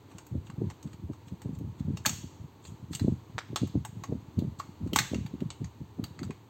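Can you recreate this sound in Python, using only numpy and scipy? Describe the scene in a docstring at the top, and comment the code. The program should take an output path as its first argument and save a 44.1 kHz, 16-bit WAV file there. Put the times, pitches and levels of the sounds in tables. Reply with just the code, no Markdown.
"""A screwdriver works the screws of a plastic wall socket that one hand holds on a wooden workbench.
The blade ticks and slips (noise bursts plus a ringing housing) and scrapes (clouds of tiny slips).
Pushes of the hands reach the microphone through the bench as dull thumps: low-passed pulses and noise.
A loose screw drops on the bench as short decaying knocks. A small room answers blade and screw;
soft rumble and hiss lie underneath."""
import sys
import numpy as np
from scipy import signal
from scipy.fft import rfft, irfft, next_fast_len
from scipy.io import wavfile
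from scipy.ndimage import map_coordinates

SR = 44100
rng = np.random.default_rng(int(sys.argv[2]) if len(sys.argv) > 2 else 0)


def master_out(mix):
    """Clip the mix to full scale and print it as 16-bit PCM to the path in sys.argv[1]."""
    frames = np.transpose(np.atleast_2d(mix))
    ceiling = np.clip(frames, -1, 1)
    pcm = np.round(ceiling * 32767).astype(np.int16)
    wavfile.write(sys.argv[1], SR, pcm)


N = 286209

# The blade slips on screw and housing:
# (time [s], relative level [dB], relative body [dB], relative sparkle [dB], strongest pitch [Hz])
BLADE_SLIPS = [(.184, -34, -2, -30, 8300), (.267, -41.5, -4, -12, 7600), (.5, -45, 3.5, -37, 1050),
               (.701, -39.5, -1, -33.5, 980), (.828, -39, -14, -24, 7500), (1.418, -39, -2, -18.5, 7700),
               (1.588, -46.5, -8, -11, 7500), (1.972, -32.5, -7, -30.5, 5200),
               (2.051, -35.5, 10, -18.5, 1710), (2.058, -15, -6.5, -20, 1380), (2.062, -8, -9, -16.5, 6400),
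               (2.093, -17.5, -5, -27.5, 6600), (2.652, -40, -0.5, -36, 4400),
               (2.932, -30.5, -3, -28.5, 4200), (2.95, -20.5, -17.5, -20, 7900),
               (2.996, -30.5, -3, -22, 4500), (3.5596, -17.5, -3, -30, 3900), (3.5707, -30, -23, -32, 940),
               (3.673, -40.5, -5, -16, 7400), (3.85, -27.5, 1, -18, 7640), (4.037, -32, -0.5, -26, 1070),
               (4.39, -36, -12, -18.5, 3640), (4.598, -29, 0.5, -26, 1090), (4.933, -22, -8, -16.5, 3180),
               (4.9605, -10, -1, -19.5, 7100), (4.9875, -10, -7, -24, 1700),
               (5.145, -30.5, -5.5, -32, 2420), (5.263, -39, 0.5, -19.5, 4030),
               (5.405, -43, -1.5, -23.5, 2800), (5.5034, -28.5, -7.5, -50, 3040),
               (5.644, -36, -3.5, -33, 6000), (6.04, -28, -5, -16, 4250), (6.191, -38.5, 1, -42, 1700),
               (6.231, -34, 2, -23, 3850), (6.307, -39, 2.5, -30, 2380)]
# The screw lands and skips on the wood: (time [s], relative level [dB])
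SCREW_LANDINGS = [(3.3816, -15.5), (3.388, -16.5), (3.4072, -33), (3.4156, -34)]
# The blade drags over metal and plastic: (middle [s], half length [s], level [dB])
BLADE_DRAGS = [(1.978, 0.0081, -49.5), (2.074, 0.019, -38.5), (2.67, 0.033, -55), (2.947, 0.023, -45),
               (4.595, 0.0072, -48.5), (4.969, 0.018, -40), (6.251, 0.011, -56)]
# Housing and blade ring together: (pitch [Hz], relative strength [dB], time to fall by 60 dB [s])
HOUSING_RINGS = [(723, 0.5, .08), (858, 4.5, 0.08), (1106, 10.5, 0.035), (1277, 8.5, 0.044),
                 (1540, 4, 0.028), (1784, -1, 0.033), (1910, -13, 0.062), (2180, -5.5, 0.13),
                 (2800, 7, 0.051), (3020, -2, .06), (3200, -2, 0.078), (3810, -16, 0.031),
                 (4200, -21.5, .04), (4610, 8, 0.059), (5480, 8, 0.074), (6810, 6.5, 0.043),
                 (6430, 3.5, 0.11), (6820, -2, 0.064), (7480, -2, 0.075), (8060, -21, .07)]
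# Tone colour of the blade's contact: (frequency [Hz], gain [dB])
CONTACT_COLOUR = [(100, -21), (400, -11.5), (700, -6), (1000, -8), (1600, -6.5), (2400, -3), (4400, 0),
                  (5100, -11), (6600, -1.5), (8300, -3), (12000, 0.5), (16000, -7)]
# Tone colour of the room rumble: (frequency [Hz], relative density [dB per Hz])
RUMBLE_COLOUR = [(20, -31), (40, -20.5), (62, -13.5), (85, 6), (105, 7), (180, -9.5), (300, -1),
                 (420, -7.5), (570, -15.5), (760, -15.5), (890, -9), (1500, -22.5), (3000, -24.5),
                 (4500, -25), (5200, -36.5), (6500, -26.5), (8300, -35), (11000, -53)]
# Tone colour of the microphone hiss: (frequency [Hz], relative density [dB per Hz])
HISS_COLOUR = [(4000, -44.5), (7000, -12), (8300, 1), (12000, -0.5), (15500, -6.5)]
# How long the room rings on: (frequency [Hz], time to fall by 60 dB [s])
ROOM_DECAY = [(100, 0.26), (400, 0.39), (1200, 0.34), (3000, 0.66), (7000, 0.58), (9000, 0.47),
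              (15000, 0.42)]
# How the microphone colours the sound: (frequency [Hz], gain [dB])
MICROPHONE_COLOUR = [(20, 2.5), (8450, -1.5), (8850, -15), (10200, -19), (11300, -20.5), (11700, -2.5),
                     (16000, 5)]
# While the screw turns, the blade ticks and rubs faintly in its slot: (start [s], end [s])
TURNING_SPELLS = [(0, 1.8), (4.75, 4.93)]
# The hands push the housing against the bench:
# (main jolt [s], relative level [dB], build-up [s], run-out [s], approximate upper edge [Hz])
HAND_PUSHES = [(.355, -30, 0.033, 0.026, 250), (.621, -27.5, 0.036, 0.053, 312), (.858, -34, 0, 0, 235),
               (1.039, -38, 0, 0, 178), (1.102, -33.5, 0, 0, 322), (1.324, -36, 0, 0, 216),
               (1.46, -31.5, 0, 0.069, 280), (1.614, -35.5, 0.042, 0.087, 233),
               (1.808, -29.5, 0, 0.043, 210), (1.886, -28.5, 0, 0.048, 256), (2.07, -33.5, 0, 0.036, 318),
               (2.245, -37, 0, 0.001, 242), (2.443, -40.5, 0.043, 0, 210), (2.912, -35, 0.0065, 0.042, 243),
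               (3.084, -21, 0.064, 0.042, 345), (3.351, -37.5, 0, 0, 182), (3.533, -34, 0.028, 0, 333),
               (3.636, -25, .02, 0.0024, 288), (3.757, -23.5, 0, 0.023, 294),
               (3.971, -37.5, 0, 0.0002, 163), (4.127, -28, .029, .028, 387),
               (4.389, -24.5, .017, 0, 257.3), (4.425, -29, 0.0044, 0.056, 330),
               (4.866, -32.5, 0.054, .032, 270), (4.936, -28.5, 0, .064, 381),
               (5.138, -29, .018, 0.0013, 421.6), (5.159, -29.5, 0, 0.086, 274), (5.342, -34, 0, 0, 228),
               (5.424, -27.5, 0, .027, 300), (5.619, -32.5, 0, 0.022, 252.4),
               (5.816, -37, 0.0025, 0.014, 194), (5.998, -29, 0, 0.028, 336),
               (6.221, -34.5, 0.00065, 0.031, 270.4), (6.302, -34.5, 0.03, 0, 320)]

TOP_HZ = 15900  # nothing passes the microphone from here up
RIPPLE_HZ = 210  # spacing of the ripples that close reflections cut into a spectrum
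# Faint ticks while the screw turns
TICKS_PER_S, TICK_DB, TICK_SPREAD_DB = 5.5, -48, 3
TICK_BODY_DB, TICK_SPARKLE_DB, TICK_PITCH_HZ = -1.5, -24.5, (1000, 7500)
RUB_HALF_S, RUB_UNDER_DB = .018, 18  # the rub that goes with each faint tick
ROCK_S, ROCK_JITTER_S = .029, 0.00299  # the housing rocks from jolt to jolt within a push
ROCK_FADE_DB, DULL_OCTAVES_PER_DB = 4.5, 0.14  # the outermost jolts are weaker, and weaker is duller
NUDGES_PER_S, NUDGE_DB, NUDGE_EDGE_HZ = 16, -53.5, 185


def amp(db):
    """Turn decibels into a plain factor."""
    return 10 ** (np.asarray(db) / 20)


def unit(x):
    """Scale a sound to an average (rms) strength of 1."""
    return x / np.sqrt(np.mean(x ** 2) + 1e-20)


def along(points, hz):
    """Read a curve of (frequency [Hz], value) points on a log frequency axis."""
    f, v = np.transpose(points)
    return np.interp(np.log(hz + 1), np.log(f + 1), v)


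def add(track, s, sound):
    """Mix a sound into a track from time s on, cutting off what lies outside."""
    start = round(s * SR)
    part = sound[max(-start, 0):max(len(track) - start, 0)]
    track[max(start, 0):][:len(part)] += part


def coloured(x, gain):
    """Filter x to this gain over frequency, with no sound before its cause."""
    size = 2 * next_fast_len(len(x) // 2 + 2048)
    hz = np.fft.rfftfreq(size, 1 / SR)
    # folding the cepstrum (the spectrum of the log gain) forward makes the filter minimum-phase
    cepstrum = irfft(np.log(np.maximum(gain(hz), 1e-6)))
    cepstrum[1:size // 2] *= 2
    cepstrum[size // 2 + 1:] = 0
    response = np.exp(rfft(cepstrum))
    return irfft(rfft(x, size) * response)[:len(x)]


def noise(spectrum):
    """Steady random noise with this tone colour and an rms of 1."""
    return unit(coloured(rng.standard_normal(N), lambda hz: amp(along(spectrum, hz))))


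def below(hz, edge_hz, order):
    """Gain of a low-pass: higher orders cut more steeply above the edge."""
    return 1 / np.sqrt(1 + (hz / edge_hz) ** (2 * order))


def wobble(position):
    """A smooth random curve with one knot per unit of position."""
    knots = rng.standard_normal(int(position.max()) + 4)
    return map_coordinates(knots, [position])


def room_tail(build):
    """A fresh room answer of energy 1: noise that builds up and dies band by band."""
    hz, t, z = signal.stft(rng.standard_normal(SR // 2), SR, nperseg=256)
    decay = amp(-60 * t / along(ROOM_DECAY, hz)[:, None])
    rise = 1 - np.exp(-t / build)
    tail = signal.istft(z * decay * rise, SR, nperseg=256)[1]
    return tail / np.linalg.norm(tail)


def in_room(x, wet_db, ripple_db):
    """The direct sound, rippled by reflections off bench and hands, plus smooth reverberation."""
    sound = amp(wet_db) * signal.fftconvolve(x, room_tail(build=0.0012))
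    direct = coloured(x, lambda hz: amp(ripple_db * wobble(hz / RIPPLE_HZ)))
    sound[:len(x)] += direct * np.std(x) / np.std(direct)  # the ripple keeps the strength
    return sound


def bench(hz, edge_hz):
    """Gain of the bench, which passes only a low band of a push."""
    return below(hz, edge_hz, order=4) * (hz / 76) ** 5 * below(hz, 80.0, order=5)


def background():
    """Room rumble, a noise that swells a little, and steady microphone hiss."""
    swell = wobble(np.arange(N) / SR * 9)  # nine knots per second
    rumble = amp(-54.0 + 0.84 * swell) * noise(RUMBLE_COLOUR)
    hiss = amp(-74.5) * noise(HISS_COLOUR)
    return rumble + hiss


def fidgets():
    """The holding hand nudges the bench very lightly: random pulses that the bench dulls."""
    nudges = (rng.random(N) < NUDGES_PER_S / SR) * rng.uniform(-0.86, 1, N)
    return amp(NUDGE_DB) * unit(coloured(nudges, lambda hz: bench(hz, edge_hz=NUDGE_EDGE_HZ)))


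def faint_ticks():
    """Light slips spread unevenly over each spell of turning, as rows like BLADE_SLIPS."""
    rows = []
    low_hz, high_hz = TICK_PITCH_HZ
    for start, end in TURNING_SPELLS:
        count = max(round((end - start) * TICKS_PER_S), 1)
        for k, (when, size, where) in enumerate(rng.random((count, 3))):
            s = start + (end - start) * (k + when) / count
            db = TICK_DB + TICK_SPREAD_DB * (2 * size - 1)
            pitch_hz = low_hz * (high_hz / low_hz) ** where
            rows.append((s, db, TICK_BODY_DB, TICK_SPARKLE_DB, pitch_hz))
    return rows


def blade_clicks(clicks):
    """Each slip is a crack, a brief chatter of the parts and the ring of the housing."""
    out, t = np.zeros(N), np.arange(SR // 6) / SR
    mode_hz, mode_db, t60 = np.transpose(HOUSING_RINGS)[:, :, None]
    attack = t < .008
    for s, db, body_db, top_db, pitch_hz in clicks:
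        uneven_db = 2 * rng.standard_normal(mode_db.shape)  # no two slips ring alike
        strength = amp(mode_db + uneven_db - 60 * t / t60)
        # the rattling contact blurs the ringing pitches, the high ones most
        drift = np.cumsum(rng.standard_normal(strength.shape), 1)
        blur = drift * .0075 * np.sqrt(mode_hz / 1000)
        cycles = mode_hz * t + blur + rng.random(mode_hz.shape)
        ring = np.sum(strength * np.sin(2 * np.pi * cycles), 0)
        crack = amp(-60 * t / 0.018)
        chatter = amp(-8.5) * amp(-60 * t / 0.12)
        burst = (crack + chatter) * rng.standard_normal(len(t))
        # where the blade lands decides how much body and sparkle sound, and which pitch stands out
        balance = [(1900, body_db + 10), (3000, 0.0097), (8500, 0), (11500, top_db + 11.5)]

        def colour(hz):
            """Gain of this slip's contact, balance and strongest pitch."""
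            accent_db = 7.25 * np.exp(-(np.log((hz + 1) / pitch_hz) / 0.22) ** 2)
            return amp(along(CONTACT_COLOUR, hz) + along(balance, hz) + accent_db)

        click = coloured(burst + amp(-20.5) * ring, colour)
        # the bright part of the attack sets the level
        snap = coloured(click, lambda hz: 1 - below(hz, edge_hz=2360, order=4))
        click = amp(db - 13) * click / np.std(snap[attack])
        add(out, s, in_room(click, wet_db=-12.0 + .08 * (db + 12.0), ripple_db=3.0))
    return out


def blade_scrapes(drags):
    """A drag is a cloud of tiny slips, brighter than a click, that swells and fades."""
    out, t = np.zeros(N), np.arange(-SR // 10, SR // 10) / SR
    tilt = [(1000, -6.0), (4000, -3.5), (7500, 2.5), (13000, -17)]  # (frequency [Hz], gain [dB])
    for s, half, db in drags:
        slips = rng.standard_normal(len(t)) * (rng.random(len(t)) < 2500 / SR)  # about 2500 a second
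        grit = unit(coloured(slips, lambda hz: amp(along(CONTACT_COLOUR, hz) + along(tilt, hz))))
        drag = amp(db) * grit * np.exp(-(t / half) ** 2)
        add(out, s + t[0], in_room(drag, wet_db=-9.5, ripple_db=5.0))
    return out


def jolts():
    """Each push rocks up to its main jolt and down again: (time [s], level [dB], upper edge [Hz])."""
    rows = []
    for s, db, build_up, run_out, edge_hz in HAND_PUSHES:
        rows.append((s, db, edge_hz))
        for reach in (-build_up, run_out):
            count = round(abs(reach) / ROCK_S)
            for k in range(1, count + 1):
                loss_db = ROCK_FADE_DB * k / count
                when = s + reach * k / count + ROCK_JITTER_S * rng.standard_normal()
                duller_hz = edge_hz / 2 ** (DULL_OCTAVES_PER_DB * loss_db)
                rows.append((when, db - loss_db, duller_hz))
    return rows


def bench_thumps():
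    """A jolt is one soft pulse amid a low judder; hard jolts are the cleanest."""
    out, t = np.zeros(N), np.arange(-SR // 10, SR // 4) / SR
    core = np.abs(t - .003) < .007  # the stretch that sets the level

    def felt(force, edge_hz):
        """A force heard through the bench, with energy 1."""
        sound = coloured(force, lambda hz: bench(hz, edge_hz))
        return sound / np.linalg.norm(sound)

    for s, db, edge_hz in jolts():
        pulse = felt(1. * (t == 0), edge_hz * 1.003) * rng.choice([-1, 1])
        swell = np.exp(-(t / np.where(t < 0, .011, .017)) ** 2)  # rises faster than it fades
        judder = felt(rng.standard_normal(len(t)) * swell, edge_hz * 1.046)
        # the bench top settles
        settling = rng.standard_normal(len(t)) * (t > 0) * amp(-60 * t / 0.29)
        tremble = felt(settling, edge_hz=151)
        thump = pulse + amp(-1.5 - 0.22 * (db + 33.0)) * judder + amp(-8.0) * tremble
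        add(out, s + t[0] - .003, amp(db - 1.0) * thump / np.std(thump[core]))
    return out


def falling_screw():
    """Steel on wood: each landing is a very short 1500 Hz knock with a little fading noise."""
    out, t = np.zeros(N), np.arange(SR // 20) / SR
    for s, db in SCREW_LANDINGS:
        knock = -np.sin(2 * np.pi * 1500 * t) * amp(-60 * t / 0.0036)
        rattle = amp(-15.5) * amp(-60 * t / 0.053) * rng.standard_normal(len(t))
        tick = coloured(knock + rattle, lambda hz: below(hz, edge_hz=6050, order=4)
                        * (1 - below(hz, edge_hz=150, order=1)))
        add(out, s, in_room(amp(db + 1.5) * tick, wet_db=-14, ripple_db=2.5))
    return out


def scene():
    """All sources add up at the one microphone."""
    ticks = faint_ticks()
    rubs = [(s, RUB_HALF_S, db - RUB_UNDER_DB) for s, db, *_ in ticks]
    blade = blade_clicks(list(BLADE_SLIPS) + ticks) + blade_scrapes(list(BLADE_DRAGS) + rubs)
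    return (background() + fidgets() + blade + bench_thumps() + falling_screw())[None]


def record(dry):
    """The microphone has a deep dip near 10 kHz and a steep band limit."""
    sound = coloured(dry[0], lambda hz: amp(along(MICROPHONE_COLOUR, hz)))
    size = next_fast_len(N + SR // 2)
    passed = np.fft.rfftfreq(size, 1 / SR) < TOP_HZ
    return irfft(rfft(sound, size) * passed, size)[None, :N]


dry = scene()
out = record(dry)
master_out(out)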